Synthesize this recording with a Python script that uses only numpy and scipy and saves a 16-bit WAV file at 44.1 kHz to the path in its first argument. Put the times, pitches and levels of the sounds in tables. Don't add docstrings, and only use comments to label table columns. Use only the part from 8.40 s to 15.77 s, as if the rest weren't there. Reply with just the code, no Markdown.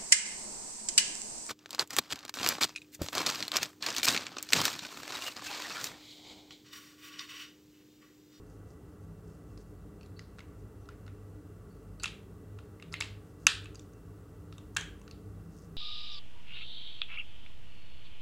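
import sys
import numpy as np
from scipy import signal
from scipy.fft import rfft, irfft, next_fast_len
from scipy.io import wavfile
from scipy.ndimage import uniform_filter1d

SR = 44100
rng = np.random.default_rng(int(sys.argv[2]) if len(sys.argv) > 2 else 0)


def undo_db(level):
    steps = np.asarray(level, float) / 20
    return 10 ** steps


def file_out(sig):
    cols = np.atleast_2d(sig).T
    lim = np.clip(cols, -1, 1)
    pcm = np.round(lim * 32767).astype(np.int16)
    wavfile.write(sys.argv[1], SR, pcm)


N = 324928


def unit(x):
    return x / np.sqrt(np.mean(x ** 2) + 1e-20)


def peak(x):
    return x / np.abs(x).max()


def along(points, hz):
    f, v = np.transpose(points)
    return np.interp(np.log(hz + 1), np.log(f + 1), v)


def add(mix, s, x):
    part = mix[round(s * SR):][:len(x)]
    part += x[:len(part)]


def filtered(x, response):
    n = x.shape[-1]
    m = next_fast_len(n + 2048, real=True)
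    return irfft(rfft(x, m) * response(np.fft.rfftfreq(m, 1 / SR)), m)[..., :n]


def shaped(gain):
    m = next_fast_len(N, real=True)
    z = rng.standard_normal(m + 2).view(complex)[:m // 2 + 1]
    return unit(irfft(z * gain(np.fft.rfftfreq(m, 1 / SR)), m)[:N])


def noise(spectrum):
    return shaped(lambda hz: undo_db(along(spectrum, hz)))


def resonance(f, hz, width_hz):
    return 1j * f * width_hz / (hz * hz - f * f + 1j * f * width_hz)


def ring(t, hz, t60, rise):
    return np.sin(2 * np.pi * hz * t) * undo_db(-60 * t / t60) * (1 - np.exp(-t / rise))


def drone(hz, width_hz, steady):
    wander = shaped(lambda f: 1 / (1 + (2 * (f - hz) / width_hz) ** 2))
    return unit(steady * np.sin(2 * np.pi * hz * np.arange(N) / SR) + wander)


def swells(rows):
    t = np.arange(0, N + 64, 64) / SR
    rise_db = sum(db * np.exp(-((t - s) / half_width_s) ** 2) for s, db, half_width_s in rows)
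    return np.interp(np.arange(N) / SR, t, undo_db(rise_db))


# time in seconds, level over rest in dB, half width in seconds.
THROBS = [(.19, 12, .12), (.72, 12, .18), (1.15, 12, .06), (1.45, 7, .15), (1.72, 11, .07), (1.95, 10, .1),
          (2.26, 10, .09), (2.52, 11, .07), (2.92, 13, .25), (3.48, 13, .09), (3.84, 12, .06),
          (4.12, 13, .14), (4.68, 16, .17), (5.2, 13, .13), (5.8, 11, .3), (6.43, 13, .14), (6.92, 16, .12),
          (7.15, 10, .12)]
# frequency in Hz, width in Hz, level in dB, steadiness (sine over noise).
TONES = [(49.3, 4, -59.5, 2.1), (199.7, 3.5, -64, 1.3), (301.5, 4.1, -67, 0.68), (420, 8.9, -69, 0.45),
         (1141, 71, -76, .3), (1965, 53, -85, .2), (2700, 71, -86, .2)]


def mains():
    x = undo_db(-60.5) * swells(THROBS) ** .78 * drone(100, 7, steady=2.3)
    return x + sum(undo_db(db) * drone(hz, width_hz, steady) for hz, width_hz, db, steady in TONES)


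# time in seconds, level over rest in dB, half width in seconds.
SURGES = [
    (.8, 7, .2),
    (1.77, 8, .06),
    (3.46, 8, .06),
    (3.96, 9, .08),
    (4.55, 6, .1),
    (6.42, 8, .08),
    (7.07, 11, .08),
    (7.29, 13, .09),
]
# frequency in Hz, density in dB per Hz.
RUMBLE = [(20, -48), (33, -19), (45, 1), (70, 3), (90, -8), (130, -40.5)]
# frequency in Hz, density in dB per Hz.
AIR = [(35, -38), (60, -9), (108, -3.5), (130, -12), (161, -9.5), (206, -15), (226, -18), (303, -9),
       (328, -19.5), (426, -11.5), (537, -23), (1030, -32.5), (1340, -28), (2400, -50.5), (3120, -82),
       (5280, -120)]


def fan():
    blades = undo_db(-62.5) * swells(SURGES) * drone(164, 12, steady=1.1)
    rumble_db = -59.5 + .25 * np.arange(N) / SR
    return blades + undo_db(rumble_db) * noise(RUMBLE) + undo_db(-52.5) * noise(AIR)


# frequency in Hz, density in dB per Hz.
HISS = [(1060, -37.5), (1800, -10), (1970, 1), (2060, -9), (2550, -12), (2740, -6), (3840, -14),
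        (7030, -10.5), (7630, -8.5), (12500, -19), (14500, -26.5), (16000, -25)]


def hiss():
    return undo_db(-76.9) * noise(HISS)


# start in seconds, length in seconds, level in dB.
STROKES = [(0, .24, -75.5), (.27, .08, -72.5), (.6, .07, -79), (.8, .24, -75), (1.05, .13, -78),
           (1.17, .08, -69), (1.26, .07, -78.5), (2.13, .12, -81.5), (4.8, .16, -78), (4.97, .11, -71.5),
           (7.07, .24, -70)]
# frequency in Hz, density in dB per Hz.
LATEX = [(2500, -25), (4500, -0.5), (6500, 3.5), (9000, -4.5), (12000, -26.5)]


def glove():
    drag = np.zeros(N)
    for s, length_s, db in STROKES:
        arch = np.abs(np.sin(np.linspace(0, np.pi, round(length_s * SR))))
        add(drag, s, undo_db(db) * arch ** 1.5)
    grains = undo_db(5 * unit(uniform_filter1d(rng.standard_normal(N), size=90)))
    return drag * unit(grains * noise(LATEX))


# frequency in Hz, t60 in seconds.
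WALLS = [(500, .35), (1500, 0.41), (3500, 0.35), (7000, 0.3), (13000, 0.33)]
# frequency in Hz, level in dB.
WALL_TONE = [(500, -6), (1200, -5.5), (3500, -3.5), (7000, -8), (10000, -5.5), (14000, -10.5)]


def walls(count):
    build_up_s = .0034
    hz, t = np.fft.rfftfreq(256, 1 / SR), np.arange(110) * 128 / SR
    z = rng.standard_normal((count, len(hz), 2 * len(t))).view(complex)
    decay_db = along(WALL_TONE, hz)[:, None] - 60 * t / along(WALLS, hz)[:, None]
    tails = signal.istft(z * undo_db(decay_db), SR, nperseg=256)[1]
    tails = tails * (1 - np.exp(-np.arange(tails.shape[1]) / SR / build_up_s))
    return iter(tails / np.linalg.norm(tails, axis=1, keepdims=True))


def blurred(x, blur_s):
    return x * np.exp(-((np.arange(len(x)) - np.abs(x).argmax()) / SR / blur_s) ** 2)


def in_room(x, broad, tail, tonal, wet_db=-8):
    spread = tonal * x + broad * np.linalg.norm(x) / np.linalg.norm(broad)
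    out = undo_db(wet_db) * signal.fftconvolve(spread, tail)
    return out + np.pad(x, (0, len(out) - len(x)))


# frequency in Hz, width in Hz, level in dB.
HOLDER = [(1230, 300, -3.5), (1900, 250, -4.5), (2680, 170, 2.6), (3820, 110, -11), (4780, 250, -8),
          (5650, 260, -6), (6340, 310, -2), (7960, 1700, -17.5), (9270, 520, -16), (10700, 500, -20),
          (13300, 210, -28.5), (14000, 410, -33)]


def holder(force, shift_db, widen=1):
    def body(f):
        return sum((-1) ** k * undo_db(db + shift_db[k]) * resonance(f, hz, widen * width_hz)
                   for k, (hz, width_hz, db) in enumerate(HOLDER))
    return filtered(force, body)


def tick(db, shell_hz, edge_hz, edge_db, t60):
    t = np.arange(SR // 20) / SR
    rise_s = .0002
    grit = rng.standard_normal((3, len(t))) * undo_db(-60 * t / (0.74 * t60)) * (1 - np.exp(-t / rise_s))
    grit[:, 0] += 4.5
    shell_crack = peak(filtered(grit[0], lambda f: resonance(f, shell_hz, .35 * shell_hz)))
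    shell = ring(t, shell_hz, t60, rise_s) + .6 * shell_crack
    edge_crack = peak(filtered(grit[1], lambda f: resonance(f, edge_hz, .4 * edge_hz) ** 2))
    edge = .6 * ring(t, edge_hz, .5 * t60, rise_s) + edge_crack
    high = np.array([hz > 3300 for hz, _, _ in HOLDER])
    shift_db = rng.normal(0, 3, len(high)) + high * (1.2 * edge_db + 16.5)
    knock = peak(holder(grit[2], shift_db, widen=1.4))
    knock_db = -1 + .5 * max(edge_db + 11, 0)
    hard = shell + undo_db(1.36 * edge_db + 17.5) * edge + undo_db(knock_db) * knock
    soft_hz = max(1.9 * edge_hz, 16000 * undo_db(0.06 * (db + 30.5)))
    return undo_db(db - .3) * peak(filtered(hard, lambda f: 1 / (1 + 1j * f / soft_hz) ** 4))


# time in seconds, peak in dB, shell tone in Hz, edge tone in Hz.
CAP_TICKS = [(0.304, -56, 1290, 5530), (0.6444, -61, 1360, 7630), (1.1754, -45.5, 1150, 5100),
             (1.651, -59, 1100, 4500), (1.6604, -52.5, 1170, 4070), (1.977, -61, 1230, 4140),
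             (2.4564, -57, 1290, 4590), (3.6228, -46, 2580, 7000), (3.6337, -24.5, 4700, 7600),
             (3.635, -24, 1370, 7000), (3.6377, -32.5, 1400, 6830), (3.678, -34, 2700, 4130),
             (4.5204, -47, 1480, 4960), (4.5255, -35, 1360, 5200), (4.533, -36, 1370, 7700),
             (4.5624, -46, 2003, 4120), (4.6043, -26, 1550, 7400), (5.2436, -45, 1760, 7800),
             (5.3463, -43, 1365, 6800), (5.3941, -41, 3580, 6360), (5.5339, -52.5, 1500, 6520),
             (6.349, -46, 1230, 6930), (6.3671, -17, 3180, 7010), (6.41, -32, 4020, 6600),
             (6.5957, -55.5, 1200, 8700), (6.711, -39.5, 2735, 4790)]
# time in seconds, peak in dB, shell tone in Hz, edge tone in Hz.
RIM_TICKS = [(1.6102, -48, 2690, 4540), (1.631, -48, 2700, 4700), (1.7925, -35.5, 2000, 4400),
             (1.9914, -38, 1400, 3650), (2.6648, -46, 1360, 4600), (3.63, -39, 2480, 4400),
             (3.657, -21.5, 2760, 3820), (4.6087, -17, 2225, 3780), (4.6425, -38, 2200, 7700),
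             (5.3551, -38.5, 4800, 6600), (6.1251, -41, 1324, 3830), (6.1813, -39.5, 3650, 7600),
             (6.3693, -16.5, 1630, 3640), (6.6148, -45, 1110, 7200), (6.678, -41.5, 1480, 4400)]
# time in seconds, peak in dB, shell tone in Hz.
SIDE_TICKS = [(1.9849, -38.5, 1490), (2.004, -42, 2150), (2.4886, -37.5, 1400), (2.6786, -40, 1470),
              (3.6413, -21.5, 2700), (3.6435, -28, 1420), (4.1876, -41.5, 1400), (4.3982, -44, 2140),
              (4.4243, -34.5, 2713), (4.5397, -22.5, 2100), (4.6219, -22.5, 2700), (5.2569, -36.5, 2650),
              (6.3644, -20.5, 1620)]


def ticks(mix, tails):
    rows = [(*r, -7.5, .019) for r in CAP_TICKS]
    rows += [(*r, -13, .018) for r in RIM_TICKS]
    rows += [(*r, 3900, -20, .021) for r in SIDE_TICKS]
    for s, *settings in rows:
        x = tick(*settings)
        add(mix, s + 0.00045, in_room(x, blurred(x, 0.0003), next(tails), tonal=0.3, wet_db=-11.8))


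# time in seconds, frequency in Hz, level in dB, t60 in seconds.
SPRINGS = [(1.612, 4480, -64, .12), (1.661, 7300, -60, .02), (1.661, 10800, -57, .015),
           (1.764, 4100, -63, .1), (1.765, 4450, -60, .12), (1.976, 8000, -64, .05),
           (2.407, 5950, -70, .25), (3.3, 4500, -71, .25), (4.541, 2100, -47, .18), (4.543, 4050, -46, .15),
           (4.563, 4200, -48.5, .15), (6.37, 1640, -38.5, .3), (6.37, 3230, -41, .38),
           (6.37, 2950, -48, .3), (6.63, 7340, -70, .29)]
# frequency in Hz, level in dB, t60 in seconds.
COIL = [(1490, -50, .05), (2650, -49, .064), (2970, -61, .06), (3970, -46, .054), (4500, -41.5, .038),
        (6100, -54, .022), (7950, -52, .025), (10500, -53, .012)]


def springs(mix, tails):
    t = np.arange(SR // 4) / SR
    pluck_s = 3.598
    for s, hz, db, t60 in SPRINGS + [(pluck_s, *mode) for mode in COIL]:
        buzz = unit(uniform_filter1d(rng.standard_normal(len(t)), size=120))
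        coil = undo_db(db) * (0.75 + .45 * buzz) * ring(t, hz, t60, .018 * t60)
        add(mix, s, in_room(coil, blurred(coil, 0.0019), next(tails), tonal=0.52))


# frequency in Hz, density in dB per Hz.
SCATTER = [(290, -57), (500, -27.5), (859, -18), (1320, -8), (1770, -1), (2170, -12.5), (2430, -3.5),
           (3720, -0.5), (5160, -12), (8370, -15.5), (15000, -47)]
# time in seconds, force in dB.
SNAP = [
    (5.0681, -9),
    (5.0685, -2),
    (5.0688, -12),
    (5.0693, -4.5),
    (5.0698, -6.5),
    (5.0722, -10),
    (5.0729, -17),
]


def snap(tail):
    force = np.zeros(SR // 10)
    for s, db in SNAP:
        add(force, s - SNAP[0][0], undo_db([db + 22.8]))
    first = np.roll(force * (np.arange(len(force)) == 0), 120)
    broad = filtered(first, lambda f: undo_db(along(SCATTER, f) - along(WALL_TONE, f)))
    body = holder(force, np.zeros(len(HOLDER)))
    loud = in_room(body, broad, tail, tonal=0.31, wet_db=-13)
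    return signal.sosfilt(signal.cheby2(14, 45, 14900, fs=SR, output="sos"), loud)


def clicks():
    mix, tails = np.zeros(N), walls(count=90)
    ticks(mix, tails)
    springs(mix, tails)
    add(mix, SNAP[0][0] - .0004, snap(next(tails)))
    return filtered(mix, lambda f: (1j * f / (520 + 1j * f)) ** 2)


# frequency in Hz, density in dB per Hz.
TRACE = [(24, -62), (40, -32), (491, -25.5), (810, -3), (1340, -25), (1760, -0.5), (3140, -13.5),
         (3930, -9), (16000, -5.5)]


def scene():
    hits, t = clicks(), np.arange(SR // 10) / SR
    snap_s = SNAP[0][0]
    trace = undo_db(-83.5) * noise(TRACE)
    snap_side = filtered(hits[round(snap_s * SR):][:len(t)], lambda f: resonance(f, 2600, 1200))
    add(trace, snap_s, -undo_db(-17) * snap_side * np.exp(-t / .012))
    add(hits, snap_s, undo_db(-35) * ring(t, 300, .025, .0012))
    mono = mains() + fan() + hiss() + glove() + hits
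    return np.array([mono + trace, mono - trace])


def low_pass(x):
    return signal.sosfilt(signal.butter(12, 16470, fs=SR, output="sos"), x)


def record(dry):
    top_hz = 15850
    mix = filtered(dry, lambda hz: hz < top_hz)
    return low_pass(mix)


dry = scene()
out = record(dry)
file_out(out)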